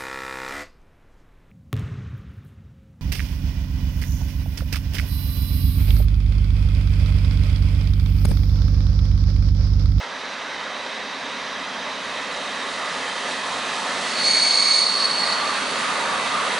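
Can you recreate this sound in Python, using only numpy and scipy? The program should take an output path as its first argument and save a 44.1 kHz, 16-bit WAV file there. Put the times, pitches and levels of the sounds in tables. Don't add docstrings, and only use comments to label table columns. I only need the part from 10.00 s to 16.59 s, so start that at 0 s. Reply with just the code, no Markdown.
import sys
import numpy as np
from scipy import signal
from scipy.fft import rfft, irfft
from scipy.io import wavfile
from scipy.ndimage import uniform_filter1d

SR = 44100
rng = np.random.default_rng(int(sys.argv[2]) if len(sys.argv) > 2 else 0)


def log_audio(samples):
    frames = np.atleast_2d(samples).T
    limited = np.clip(frames, -1, 1)
    pcm = np.round(limited * 32767).astype(np.int16)
    wavfile.write(sys.argv[1], SR, pcm)


N = 290619
TIME_S = np.arange(N) / SR
FRAME, OVERLAP = 2048, 1536
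BIN_HZ = np.fft.rfftfreq(FRAME, 1 / SR)
SOUND_HZ = np.fft.rfftfreq(N, 1 / SR)

# f/Hz, likeness/1
EAR_LIKENESS = [(40, .88), (150, .96), (500, .93), (900, .8), (2600, .74), (4400, .87), (5400, .74),
                (7400, .6), (9000, .74)]
# f/Hz, difference/dB
EAR_LEVEL = [(150, 0), (550, -1), (770, -3.8), (1000, -2), (1600, -1.6), (2400, -2.7), (4100, -2.7),
             (4500, -1.8), (7500, -.2), (9000, -1.6)]
# f/Hz, lead/rad
EAR_PHASE = [(100, 0), (700, .13), (2000, 0), (4400, -.22), (6300, -.05), (8700, .35), (9500, 0)]
# t/s, crankshaft rate as heard/(turns/s), nearness/1
APPROACH = [(0, 10.0, 0), (1.8, 10.02, .1), (3.7, 9.965, .6), (5.8, 9.94, 1), (6.6, 9.94, 1)]
# f/Hz, relative density/dB
ENGINE_FAR = [(15, -70), (25, -48), (66, -20), (134, -23.5), (177, -11), (211, -10.5), (258, -6.5),
              (360, -10), (540, -4.5), (1220, -1.5), (1450, -6.5), (1780, -3.5), (2350, -9), (3810, -9),
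              (10800, -36.5), (14000, -69), (22000, -120)]
# f/Hz, relative density/dB
ENGINE_NEAR = [(15, -66), (25, -38), (130, -23.5), (211, -12), (333, -15), (513, -9.5), (993, -6.5),
               (1220, 0.5), (1530, -9.5), (1780, -8), (3530, -14.5), (4440, -14), (5580, -28.5),
               (9040, -21.5), (10800, -28.5), (14000, -61), (22000, -120)]
# f/Hz, width/Hz, gain/dB
HOUSING_MODES = [(190, 30, 4), (265, 40, 3.5), (333, 39, -4), (571, 106, 2), (798, 52, -3.5),
                 (1980, 127, 3.5), (2350, 230, -1.5), (2580, 130, 2.5), (2860, 240, -2), (3210, 110, 1.5),
                 (3350, 140, -2), (3820, 250, 3), (4260, 240, -2), (5400, 170, 3), (6100, 620, 6)]
# f/Hz, share/1
RECURRING_SHARE = [(40, .4), (200, .55), (600, .62), (1100, .48), (2000, .2), (4000, .05)]
# t/s, level/dB
RUB_LEVEL = [(0.0, -68), (1.99, -64), (2.01, -59.5), (4.36, -47), (4.98, -50), (5.84, -49), (6.09, -52.5),
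             (6.55, -51)]
# f/Hz, relative density/dB
RUB_COLOUR = [(1500, -0.5), (3300, 8), (4400, 7), (5000, 2), (6200, 3), (7500, 0), (8800, -0.5),
              (10800, -9.5)]
# f/Hz, width/Hz, gain/dB
WHEEL_MODES = [(4460, 80, 5), (4840, 70, 4), (5260, 170, 4), (5960, 160, 3), (6870, 110, 1),
               (8000, 190, 1.5)]
# f/Hz, level/dB
RIM_TONES = [(4423.7, -3.6), (4359.2, -8.2)]
# f/Hz, pole width/Hz, level/dB
RIM_RINGING = [(4410, 310, -2.5), (3976, 620, -11), (4660, 1450, -13.5)]
# middle t/s, length/s, boost/dB
FLARES = [(4.74, 0.054, 2.5), (5.05, 0.017, 7), (5.245, 0.23, 4.5)]
# f/Hz, pole width/Hz, relative level/dB
CHATTER_BANDS = [(2264, 240, -0.1), (6510, 650, 0)]
# f/Hz, pole width/Hz, relative level/dB
CHATTER_TONES = [(2205, 10, -5.5), (6921, 10, -9), (7480, 120, -18)]
# middle t/s, length/s, level/dB, f/Hz
MOANS = [(4.633, 0.27, -33.5, 1122), (5.004, 0.3, -31, 1123), (5.42, .52, -30, 1172),
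         (5.872, 0.34, -29.5, 1215), (6.156, 0.19, -28.5, 1161), (6.387, 0.2, -25, 1210)]

DISTANCE_M, SPEED_M_PER_S, BRAKING_M_PER_S2 = 99, 14.52, 1.88
CLATTER_DB, RUMBLE_DB = -38, -46.5
LULL_S, LULL_HALF_WIDTH_S, LULL_DB = 4.79, 0.39, -3
BITE_S, EASE_S = 4.27, 4.797
SQUEAL_DB, SQUEAL_RISE_DB_PER_S, SQUEAL_FADE_DB_PER_S = -18.5, 107, 23
CHATTER_DB, CHATTER_RISE_DB_PER_S, CHATTER_FADE_DB_PER_S = -34, 188, 96
EDGE_HZ = 11000


def gain_of(db):
    return 10 ** (np.asarray(db) / 20)


def evened(x):
    return x / np.sqrt(np.mean(x ** 2) + 1e-20)


def read(points, hz):
    f, value = np.transpose(points)
    return np.interp(np.log(hz + 1), np.log(f + 1), value)


def follow(rows, t=TIME_S):
    s, *columns = np.transpose(rows)
    return [np.interp(t, s, c) for c in columns]


def bumps(modes, hz):
    return sum(db * np.exp(-2 * ((hz - centre) / width) ** 2) for centre, width, db in modes)


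def swell(middle_s, length_s, t=TIME_S):
    return np.exp(-(2 * (t - middle_s) / length_s) ** 2)


def wander(rate_hz):
    spectrum = rfft(rng.standard_normal(N))
    return evened(irfft(spectrum * np.exp(-(SOUND_HZ / rate_hz) ** 2), N))


def spectra(x):
    return signal.stft(x, nperseg=FRAME, noverlap=OVERLAP)[2].swapaxes(-1, -2)


def sound(z):
    return signal.istft(z.swapaxes(-1, -2), nperseg=FRAME, noverlap=OVERLAP)[1][..., :N]


def ring(hz, width_hz):
    r = np.exp(-np.pi * width_hz / SR)
    friction = rng.standard_normal(N) + 1j * rng.standard_normal(N)
    envelope = signal.lfilter([1], [1, -2 * r, r * r], friction)
    carrier = np.exp(2j * np.pi * np.cumsum(hz * np.ones(N)) / SR)
    return evened((envelope * carrier).real)


def smoothed_noise(shape, frames, bins):
    over_time = uniform_filter1d(rng.standard_normal(shape), size=frames, axis=0)
    return evened(uniform_filter1d(over_time, size=bins, axis=1))


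def air(shape, ripple_db=1.08, patchy_db=1.17):
    ripple = smoothed_noise(shape, 160, 2) * np.minimum(BIN_HZ / 1500, 1)
    patches = smoothed_noise(shape, 10, 12)
    return ripple_db * ripple + patchy_db * patches


def spread(direct, scattered, far_db=-5.5):
    same = np.clip(read(EAR_LIKENESS, SOUND_HZ), 0, .995)
    side = irfft(rfft(scattered) * np.sqrt((1 - same) / (1 + same)), N)
    side *= gain_of(far_db * (1 - follow(APPROACH)[1] ** 2))
    ear = gain_of(read(EAR_LEVEL, SOUND_HZ) / 2) * np.exp(.5j * read(EAR_PHASE, SOUND_HZ))
    return irfft(rfft([direct + side, direct - side]) * np.array([ear, 1 / ear]), N)


def rub(trim_db=6, flutter_db=0.94):
    colour = gain_of(read(RUB_COLOUR, BIN_HZ) + bumps(WHEEL_MODES, BIN_HZ))
    colour *= np.minimum(BIN_HZ / 1000, 1) ** 2
    top = (BIN_HZ > 7000) & (BIN_HZ < 10500)
    colour /= np.sqrt(np.mean(colour ** 2 * top))
    z = spectra(rng.standard_normal(N))
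    hiss = sound(z * colour * gain_of(air(z.shape)))
    return hiss * gain_of(follow(RUB_LEVEL)[0] + trim_db + flutter_db * wander(15))


def grind(width_hz=230, core_width_hz=35, core_db=-3):
    out = np.zeros(N)
    for middle_s, length_s, db, hz in MOANS:
        moan = ring(hz, width_hz) + gain_of(core_db) * ring(hz, core_width_hz)
        out += evened(moan) * gain_of(db) * swell(middle_s, length_s)
    return out


def bite(rise_db_per_s, fade_db_per_s):
    rise = -rise_db_per_s * np.maximum(BITE_S - TIME_S, 0)
    return rise - fade_db_per_s * np.maximum(TIME_S - EASE_S, 0)


def chatter():
    modes = list(CHATTER_BANDS) + list(CHATTER_TONES)
    out = sum(gain_of(db) * ring(hz, width) for hz, width, db in modes)
    return out * gain_of(CHATTER_DB + bite(CHATTER_RISE_DB_PER_S, CHATTER_FADE_DB_PER_S))


def squeal(waver_hz=4, flicker=0.28, octave_db=-23, octave_ring_db=-19.0,
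           lock=0.33, flutter_db=0.43, loose_db=1.3):
    level = bite(SQUEAL_RISE_DB_PER_S, SQUEAL_FADE_DB_PER_S)
    purity = gain_of(lock * level)
    level = level + (flutter_db + loose_db * (1 - gain_of(level))) * wander(30)
    level = level + sum(db * swell(s, length) for s, length, db in FLARES)
    out = sum(gain_of(db) * ring(hz, width) for hz, width, db in RIM_RINGING)
    for hz, db in RIM_TONES:
        angle = 2 * np.pi * np.cumsum(hz + waver_hz * wander(30.7)) / SR
        height = np.sqrt(2) * gain_of(db) * purity * evened(1 + flicker * wander(50))
        octave = height ** 2 * gain_of(octave_db) * 2 * np.sin(2 * angle)
        out += height * np.sin(angle) + octave
    out /= np.sqrt(uniform_filter1d(out ** 2, size=1800))
    out += gain_of(octave_ring_db) * ring(8770, 700)
    return out * gain_of(SQUEAL_DB + level)


def revolutions(turns, count=4, size=4410):
    out = np.zeros(N)
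    strength = rng.uniform(.5, 1.35, size // 2)
    for k in range(count):
        orders = strength * np.exp(2j * np.pi * rng.random(size // 2))
        pattern = irfft(orders, size * 8)
        place = TIME_S / TIME_S[-1] * (count - 1) - k
        weight = np.cos(np.pi / 2 * np.clip(place, -1, 1))
        out += weight * pattern[(turns % 1 * len(pattern)).astype(int)]
    return evened(out)


def closing_db(t):
    distance_m = DISTANCE_M - SPEED_M_PER_S * t + BRAKING_M_PER_S2 * t ** 2 / 2
    dip_db = LULL_DB * swell(LULL_S, 2 * LULL_HALF_WIDTH_S, t)
    return 20 * np.log10(DISTANCE_M / np.maximum(distance_m, 1)) + dip_db


def band_db(power, low_hz, high_hz):
    band = (BIN_HZ > low_hz) & (BIN_HZ < high_hz)
    return 10 * np.log10(np.mean(power * band, 1, keepdims=True))


def engine(throb=0.04, shade_db=-4, side_db=-1.5):
    turns = np.cumsum(follow(APPROACH)[0]) / SR
    firing = 1 + throb * np.cos(2 * np.pi * 6 * turns)
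    share = np.clip(read(RECURRING_SHARE, BIN_HZ), 0, 1)
    clatter = spectra(revolutions(turns) * firing)
    turbulence = spectra(rng.standard_normal(N) * firing)
    z = np.sqrt(share) * clatter + np.sqrt(1 - share) * turbulence

    t = np.linspace(0, TIME_S[-1], len(z))[:, None]
    near = follow(APPROACH, t)[1]
    colour = (1 - near) * read(ENGINE_FAR, BIN_HZ) + near * read(ENGINE_NEAR, BIN_HZ)
    colour += bumps(HOUSING_MODES, BIN_HZ)
    colour += read([(4500, 0), (8000, shade_db)], BIN_HZ)
    colour += near * read([(950, 0.5), (1200, -6), (1550, 0), (3500, side_db)], BIN_HZ)

    power = gain_of(colour) ** 2
    rumble_db = RUMBLE_DB - band_db(power, 100, 400)
    clatter_db = CLATTER_DB - band_db(power, 450, 1000)
    exhaust = np.clip(read([(330, 1), (480, 0.099)], BIN_HZ), 0, 1)
    level = closing_db(t) + exhaust * rumble_db + (1 - exhaust) * clatter_db
    return sound(z * gain_of(colour + level + air(z.shape)))


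def train():
    return rub() + grind() + chatter() + squeal() + engine()


def scene():
    return spread(train(), train())


def record(dry):
    lowpass = signal.firwin(1023, EDGE_HZ, window=("kaiser", 9), fs=SR)
    return signal.oaconvolve(dry, lowpass[None], "same")


dry = scene()
out = record(dry)
log_audio(out)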